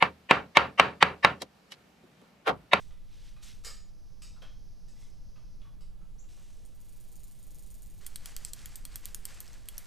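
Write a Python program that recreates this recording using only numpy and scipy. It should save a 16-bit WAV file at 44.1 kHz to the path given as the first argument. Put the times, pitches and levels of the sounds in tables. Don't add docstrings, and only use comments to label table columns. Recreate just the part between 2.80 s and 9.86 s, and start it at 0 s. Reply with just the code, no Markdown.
import sys
import numpy as np
from scipy import signal
from scipy.fft import rfft, irfft, next_fast_len
from scipy.io import wavfile
from scipy.ndimage import map_coordinates

SR = 44100
rng = np.random.default_rng(int(sys.argv[2]) if len(sys.argv) > 2 else 0)


def volts_from_db(level):
    exponent = np.asarray(level, float) / 20
    return 10 ** exponent


def to_wav(s):
    ch = np.atleast_2d(s).T
    pcm = np.round(np.clip(ch, -1, 1) * 32767)
    wavfile.write(sys.argv[1], SR, pcm.astype(np.int16))


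N = 311346

CUT_TIMES = [3.486, 5.205]

# frequency_hz, density_db
RUMBLE_SPECTRUM = [(1, -2.5), (3, -2.5), (10, -4.5), (15, 1), (35, -6.5), (70, -20), (150, -24), (300, -38),
                   (600, -79.5)]
# frequency_hz, density_db
HISS_SPECTRUM = [(120, -2), (250, -4.5), (500, -7), (1000, -13.5), (2000, -20.5), (4000, -20),
                 (8000, -26.5), (11000, -25), (15000, -30.5)]
# frequency_hz, density_db
PORT_SPECTRUM = [(2, 9.5), (10, -0.5), (35, -12), (70, -5), (250, -24), (600, -38.5), (1200, -44.5),
                 (16000, -50)]
# frequency_hz, t60_s
GARAGE_DECAY = [(500, 0.33), (4000, 0.48), (13000, 0.27)]

# loudest_s, rise_s, fall_s, level_db, treble_over_level_db
SCUFF_STROKES = [(0, .1, 0.11, -62, -2), (.33, 0.037, 0.16, -66.5, -8), (.48, 0.21, 0.084, -61.5, -6),
                 (.63, 0.007, 0.11, -56, 0.5), (.682, 0.048, 0.09, -55, -6), (2.22, 0.084, 0.11, -67.5, 2),
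                 (3.49, .003, 0.47, -67.5, 0.5), (3.7, 0.39, 0.34, -73, 3.5)]
# frequency_hz, density_db
SCUFF_DULL_SPECTRUM = [(300, -120), (800, -6.5), (1800, 0.5), (3500, 5), (6000, 0.5), (9000, -41)]
# frequency_hz, density_db
SCUFF_BRIGHT_SPECTRUM = [(3500, -35), (5500, -6), (7500, -5.5), (11000, -15), (15000, -21), (16500, -33)]
STROKE_DB = 12

# start_s, level_db, low_ring_hz, high_ring_hz, high_part_db
KNOCK_BLOWS = [(.106, -60.5, 530, 2000, -1), (.564, -59.5, 1175, 2500, -1), (1.562, -61.5, 1310, 2810, -7),
               (1.619, -52.5, 520, 3226, 2.5), (2.162, -70, 2000, 2300, -1), (2.222, -71, 936, 2090, 7.5),
               (2.558, -64.5, 1240, 2580, -0.5), (2.565, -66, 634, 1750, -9), (2.815, -66, 3026, 3400, 4),
               (2.849, -63, 1157, 3450, -13), (3.213, -69, 1326, 6440, -4), (3.437, -71, 2764, 2870, -4),
               (3.573, -65, 577, 1960, 0)]
# start_s, level_db, dull_part_db, clamp_ring_db, tube_ring_db
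CLANK_BLOWS = [(.837, -46, -20, -27, -11), (.8465, -29.5, -27.5, -15.5, -40), (.8664, -45, -13.5, -5, -22),
               (1.4192, -41, -29, -25, -14.5), (1.4405, -56, -13, -35, -10), (2.082, -53.5, -54, -18, -15),
               (3.007, -52.5, -20, -25, -29)]
# pitch_hz, level_db, t60_s
CLAMP_MODES = [(1166, -14, .3), (2152, -14, .3), (2283, -16, .3), (4620, -13, .25), (4790, -11, .3),
               (4935, 0, .24), (5018, -3, .2), (5490, -13, .25), (6872, -2, .3), (7580, -6, .15),
               (7980, -7, .3), (8450, -10, .2), (8870, -17, .3), (11250, -19, .25), (12350, -17, .25)]
# pitch_hz, level_db, t60_s
TUBE_MODES = [(2590, -8, .3), (3795, -9, .3), (4735, -7, .3), (5010, -5, .3), (5135, 0, .25),
              (5570, -4, .2), (5766, -5, .25), (6470, -7, .25), (7880, -6, .25), (8910, -12, .2)]
# centre_hz, width_hz, level_db
CRACK_PEAKS = [(2500, 1500, 4), (5000, 700, 9), (7700, 1200, 7), (12700, 4300, -10)]
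RING_BLUR_HZ = 6

# time_s, level_db
BUZZ_LEVEL = [(.9, -83), (1.1, -74.5), (1.6, -71), (2.2, -71.5), (2.75, -72.5), (2.95, -81), (3.0, -90)]
# frequency_hz, density_db
INSECT_SPECTRUM = [(3000, -30), (4300, -6), (5200, 0), (6300, -3), (8000, -30)]
# time_s, pitch_hz, level_db
CHIRP_PATH = [(3.383, 5470, -70), (3.39, 6060, -58.5), (3.398, 7280, -55.5), (3.404, 7500, -66),
              (3.41, 7400, -80)]
# frequency_hz, density_db
MURMUR_SPECTRUM = [(120, -29), (250, -2), (400, -1), (700, -6), (1300, -31)]
MURMUR_DB = -75

# start_s, level_db
STARTING_TICKS = [(3.8516, -48), (3.9494, -52), (4.0037, -48)]
STEADY_S, GAP_S, GAP_GROWS_S = 4.0475, .03842, .000042
STEADY_TICK_LEVELS = [-52, -48, -50, -51, -46, -50, -50, -46, -45, -49, -44, -47, -46, -53, -49, -46, -48,
                      -45, -43.5, -43.5, -45.5, -46, -43, -43, -51, -43, -48, -49, -53, -49]
TICK_COLOUR_DB = 2.5
# centre_hz, width_hz, level_db
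FAR_HUB_PEAKS = [(4200, 1200, -13), (7000, 700, 0), (8100, 500, -3), (9300, 600, 2), (11200, 400, -7),
                 (13000, 800, -1)]
# centre_hz, width_hz, level_db
SPOKE_PEAKS = [(8870, 35, 0), (11200, 25, -1), (13550, 40, -1)]
# time_s, level_db
CHAIN_LEVEL = [(3.9, -81), (4.05, -69), (5.205, -67)]

# frequency_hz, density_db
LOW_JUMP_SPECTRUM = [(1, -10.5), (5, 2.5), (12, -8.5), (30, -19.5), (100, -65.5)]
LOW_JUMP_DB, LOW_JUMP_FADES_DB_PER_S, LOW_JUMP_RISE_S = -37, 20.5, .001

# loudest_s, rise_s, fall_s, level_db, treble_over_level_db
SPONGE_STROKES = [(5.21, .003, 0.51, -62, 0), (5.48, 0.059, 0.089, -55.5, 1), (5.61, 0.065, 0.11, -59, -1),
                  (5.69, 0.1, 0.027, -63.5, 8.5), (5.78, 0.052, 0.3, -58.5, 0.5),
                  (5.94, 0.14, 0.097, -63, 0.5), (6.14, 0.072, 0.12, -58, -1.5),
                  (6.245, 0.022, 0.15, -57, -0.5), (6.5, 0.083, .3, -56, -1.5),
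                  (6.77, 0.28, 0.077, -64.5, 2), (6.95, .1, 1, -60.5, -0.5)]
# frequency_hz, density_db
RUB_DULL_SPECTRUM = [(250, -15.5), (700, -8.5), (1900, -4.5), (3200, -8.5), (5000, -12.5), (8000, -47)]
# frequency_hz, density_db
RUB_BRIGHT_SPECTRUM = [(2500, -28), (4500, -7), (7800, -5.5), (10500, -14.5), (14000, -23), (16500, -27)]
LINKS_PER_S, LINK_DB, LINK_SCATTER_DB = 16, 15, 7

# start_s, level_db, low_part_db, high_part_db, tooth_ring_hz
NEAR_SNAPS = [(5.265, -25.5, -24, -5.5, 8450), (5.3584, -26.5, -18.5, -7.5, 8700),
              (5.458, -30.5, -14.5, -2, 7750), (5.5648, -26.5, -18, -8, 8110),
              (5.649, -23.5, -23.5, -11.5, 7980), (5.734, -27.5, -24, -6.5, 7900),
              (5.858, -33.5, -17, -1.5, 7170), (5.9566, -27.5, -29, -2.5, 8000),
              (6.052, -30, -16.5, -5.5, 8700), (6.1574, -26.5, -23.5, -2, 8000),
              (6.2554, -29, -19.5, -0.5, 7120), (6.346, -26, -22.5, -2, 6800),
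              (6.4534, -26, -22.5, -3.5, 8380), (6.604, -30.5, -25, -3.5, 9300),
              (6.6783, -42.5, -16.5, -29, 5430), (6.7314, -41, -21.5, -25, 6300),
              (6.7394, -45.5, -15, -17, 6800), (6.8565, -46, -17, -14, 7500),
              (6.8866, -30, -15.5, -3.5, 8700), (6.9803, -30, -21, 1, 5840)]
# centre_hz, width_hz, level_db
RIM_FRAME_PEAKS = [(2000, 1400, -7), (3150, 260, 0.5), (4280, 980, -3)]
# centre_hz, width_hz, level_db
SHELL_PEAKS = [(6660, 5600, -9.5), (9180, 1700, -6.5)]
# centre_hz, width_hz, level_db
PAWL_PEAKS = [(10600, 3400, -3), (13720, 1750, -0.5)]
# centre_hz, width_hz, level_db
RIM_PEAKS = [(3300, 60, 0), (4400, 90, -3)]

# frequency_hz, gain_db
TOP_CUT = [(14000, -1.5), (15100, -2.5), (15500, -20), (16500, -19)]
CHANNEL_OFFSETS = [
    [.0031],
    [-.00536],
]


def unit(x):
    return x / np.sqrt(np.mean(x ** 2) + 1e-20)


def along(points, hz):
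    f, v = np.transpose(points)
    return np.interp(np.log(hz + 1), np.log(f + 1), v)


def curves(rows):
    s, *cols = np.transpose(rows)
    return [np.interp(np.arange(N) / SR, s, c, left=-150, right=-150) for c in cols]


def wobble(rate):
    knots = rng.standard_normal(int(N * rate / SR) + 4)
    return map_coordinates(knots, [np.arange(N) * rate / SR])


def filtered(x, response):
    m = next_fast_len(N + SR // 2)
    return irfft(rfft(x, m) * response(np.fft.rfftfreq(m, 1 / SR)), m)[:N]


def noise(spectrum, grit_db=0):
    gritty = rng.standard_normal(N) * volts_from_db(grit_db * wobble(300))
    return unit(filtered(gritty, lambda hz: volts_from_db(along(spectrum, hz))))


def body(x, peaks):
    def response(f):
        total = 0
        for k, (centre, width, db) in enumerate(peaks):
            damping = 1j * f * width
            total = total + (-1) ** k * volts_from_db(db) * damping / (centre * centre - f * f + damping)
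        return total
    return filtered(x, response)


def bursts(times, db, t60, rise=.0003):
    out, t = np.zeros(N + SR), np.arange(SR // 8) / SR
    shape = volts_from_db(-60 * t / t60) * (1 - np.exp(-t / rise))
    for s, level in zip(times, db):
        puff = shape * rng.standard_normal(len(t))
        even = np.linalg.norm(shape) / np.linalg.norm(puff)
        out[round(s * SR):][:len(t)] += volts_from_db(level) * puff * even
    return out[:N]


def ring(modes, t):
    total = 0
    for hz, db, t60 in modes:
        level = db + 1.5 * rng.standard_normal() - 60 * t / t60
        drift = np.cumsum(rng.standard_normal(len(t))) * np.sqrt(2 * np.pi * RING_BLUR_HZ / SR)
        total = total + volts_from_db(level) * np.sin(2 * np.pi * hz * t + drift)
    return total


def strokes(rows):
    peak_s, rise_s, fall_s, db, treble_db = np.transpose(rows)[:, :, None]
    t = np.arange(0, N + 64, 64) / SR
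    level = db - STROKE_DB * np.maximum((peak_s - t) / rise_s, (t - peak_s) / fall_s)
    gains = [np.linalg.norm(volts_from_db(part), axis=0) for part in (level, level + treble_db)]
    return [np.interp(np.arange(N) / SR, t, gain) for gain in gains]


def garage(x, wet_db):
    out, step = np.zeros(N + SR), SR // 4
    for a in range(0, N, step):
        hz, t, z = signal.stft(rng.standard_normal(SR // 2), SR, nperseg=256)
        decay = volts_from_db(-60 * t / along(GARAGE_DECAY, hz)[:, None])
        tail = signal.istft(z * decay, SR, nperseg=256)[1]
        late = np.pad(tail / np.linalg.norm(tail), (260, 0))
        wet = signal.fftconvolve(x[a:a + step], late)
        out[a:a + len(wet)] += wet
    return x + volts_from_db(wet_db) * out[:N]


def wind_rumble():
    return volts_from_db(-46 + 1.2 * wobble(2.98)) * noise(RUMBLE_SPECTRUM)


def hiss():
    return volts_from_db(-67.5) * noise(HISS_SPECTRUM)


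def port_noise():
    return volts_from_db(-72.5) * noise(PORT_SPECTRUM)


def scuffs():
    dull, bright = strokes(SCUFF_STROKES)
    return dull * noise(SCUFF_DULL_SPECTRUM, grit_db=1.0) + bright * noise(SCUFF_BRIGHT_SPECTRUM, grit_db=2)


def knocks():
    rings, t = np.zeros(N + SR), np.arange(SR // 8) / SR
    for s, db, low_hz, high_hz, high_db in KNOCK_BLOWS:
        pair = ring([(low_hz, 0, .045), (high_hz, high_db, .028)], t)
        rings[round(s * SR):][:len(t)] += volts_from_db(db + 5) * pair * (1 - np.exp(-t / .002))
    s, db, _, _, high_db = np.transpose(KNOCK_BLOWS)
    thud = body(bursts(s, db + 11.5, t60=0.1, rise=0.0026), [(567, 89, 1), (1250, 670, 1)])
    scrape = bursts(s, db + high_db + 11.5, t60=0.063, rise=.003)
    scrape = body(body(scrape, [(3080, 2400, 0)]), [(3300, 2400, 0)])
    return garage(rings[:N] + thud + scrape, wet_db=1.5)


def clanks():
    rings, t = np.zeros(N + SR), np.arange(SR // 2) / SR
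    for s, db, _, clamp_db, tubes_db in CLANK_BLOWS:
        modes = volts_from_db(clamp_db) * ring(CLAMP_MODES, t) + volts_from_db(tubes_db) * ring(TUBE_MODES, t)
        rings[round(s * SR):][:len(t)] += volts_from_db(db) * modes * (1 - np.exp(-t / .003))
    s, db, dull_db = np.transpose(CLANK_BLOWS)[:3]
    crack = body(bursts(s, db - 6, t60=.04, rise=.001), CRACK_PEAKS)
    thud = bursts(s, db + dull_db + 22.0, t60=0.021, rise=0.00039)
    thud = body(thud, [(520, 210, 0.5), (1280, 150, 6.0)])
    return garage(rings[:N], wet_db=-1.5) + garage(crack + thud, wet_db=5)


def insect():
    return volts_from_db(curves(BUZZ_LEVEL)[0]) * noise(INSECT_SPECTRUM)


def bird():
    hz, db = curves(CHIRP_PATH)
    return garage(volts_from_db(db) * np.sin(2 * np.pi * np.cumsum(hz) / SR), wet_db=1.5)


def murmur():
    return volts_from_db(MURMUR_DB + 3.6 * wobble(6)) * noise(MURMUR_SPECTRUM)


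def far_hub():
    k = np.arange(len(STEADY_TICK_LEVELS))
    first_s, first_db = np.transpose(STARTING_TICKS)
    s = np.r_[first_s, STEADY_S + GAP_S * k + GAP_GROWS_S * k ** 2 / 2]
    db = np.r_[first_db, STEADY_TICK_LEVELS]

    def share():
        return db + TICK_COLOUR_DB * np.clip(rng.standard_normal(len(s)), -2, 1)

    def tick():
        straight = bursts(s, share(), t60=.007)
        floor = bursts(s + .0065, share() - 5, t60=.01)
        return straight + floor

    walls = bursts(s + 0.0074, db - 10, t60=0.061, rise=0.0012)
    whir = noise([(600, -29), (2000, -2.5), (4500, -1.5), (9000, -3.5), (15000, -7)])
    whir = volts_from_db(curves(CHAIN_LEVEL)[0]) * whir
    hub = sum(body(tick(), [peak]) for peak in FAR_HUB_PEAKS)
    hub = hub + body(walls, FAR_HUB_PEAKS)
    spokes = volts_from_db(4) * body(tick() + walls, SPOKE_PEAKS)
    return volts_from_db(7.5) * garage(hub + spokes, wet_db=-8.5) + whir


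def low_jump():
    t = np.abs(np.arange(N) / SR - CUT_TIMES[1])
    gain = volts_from_db(LOW_JUMP_DB - LOW_JUMP_FADES_DB_PER_S * t) * (1 - np.exp(-t / LOW_JUMP_RISE_S))
    return gain * noise(LOW_JUMP_SPECTRUM)


def sponge():
    dull, bright = strokes(SPONGE_STROKES)
    gap, size = rng.random(size=(40, 2)).T
    s = CUT_TIMES[1] + np.cumsum(2 * gap) / LINKS_PER_S
    now = s < N / SR
    flicks = bursts(s[now], LINK_DB + LINK_SCATTER_DB * size[now], t60=0.0076)
    links = dull * body(flicks, [(5000, 3300, 1)])
    rub = dull * noise(RUB_DULL_SPECTRUM, grit_db=1.5) + bright * noise(RUB_BRIGHT_SPECTRUM, grit_db=1.5)
    return rub + links


def near_hub():
    s, db, low_db, high_db, _ = np.transpose(NEAR_SNAPS)

    def snap(level, t60=.004):
        return bursts(s, level + 2, t60) + bursts(s, level - 21, t60=.055)

    bright = body(snap(db + 15.5), SHELL_PEAKS) + body(snap(db + high_db + 14.5), PAWL_PEAKS)
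    bright = body(bright, [(9000, 17400, 0.96)])
    low = body(snap(db + low_db + 22.5, t60=0.0073), RIM_FRAME_PEAKS)
    tooth, t = np.zeros(N + SR), np.arange(SR // 20) / SR
    for start, level, _, _, hz in NEAR_SNAPS:
        tone = ring([(hz, 0, .006)], t) * (1 - np.exp(-t / .0003))
        tooth[round(start * SR):][:len(t)] += volts_from_db(level + 3) * tone
    spokes = 0
    for peak in SPOKE_PEAKS + [(7500, 90, 0)]:
        share_db = TICK_COLOUR_DB * rng.standard_normal(len(s))
        spokes = spokes + body(snap(db + 10 + share_db), [peak])
    rim = body(snap(db + low_db + 31.5), RIM_PEAKS)
    return garage(bright + low + spokes + rim, wet_db=-15.5) + tooth[:N]


def scene():
    t = np.arange(N) / SR
    first, after_first, last = t < CUT_TIMES[0], t > CUT_TIMES[0], t > CUT_TIMES[1]
    setting_up = clanks() + knocks() + bird() * first
    across_room = far_hub() * ~last
    close_by = near_hub()
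    friction = scuffs() + sponge() * last
    jump = low_jump() * last
    air = wind_rumble() + hiss() + insect() + murmur() * after_first
    mid = setting_up + across_room + close_by + friction + jump + air
    side = port_noise()
    return np.array([mid + side, mid - side])


def roll_off(x):
    return signal.sosfilt(signal.butter(12, 16510, fs=SR, output="sos"), x)


def record(dry):
    def response(hz):
        return volts_from_db(along(TOP_CUT, hz))
    heard = np.array([filtered(channel, response) for channel in dry])
    return roll_off(heard + CHANNEL_OFFSETS)


dry = scene()
out = record(dry)
to_wav(out)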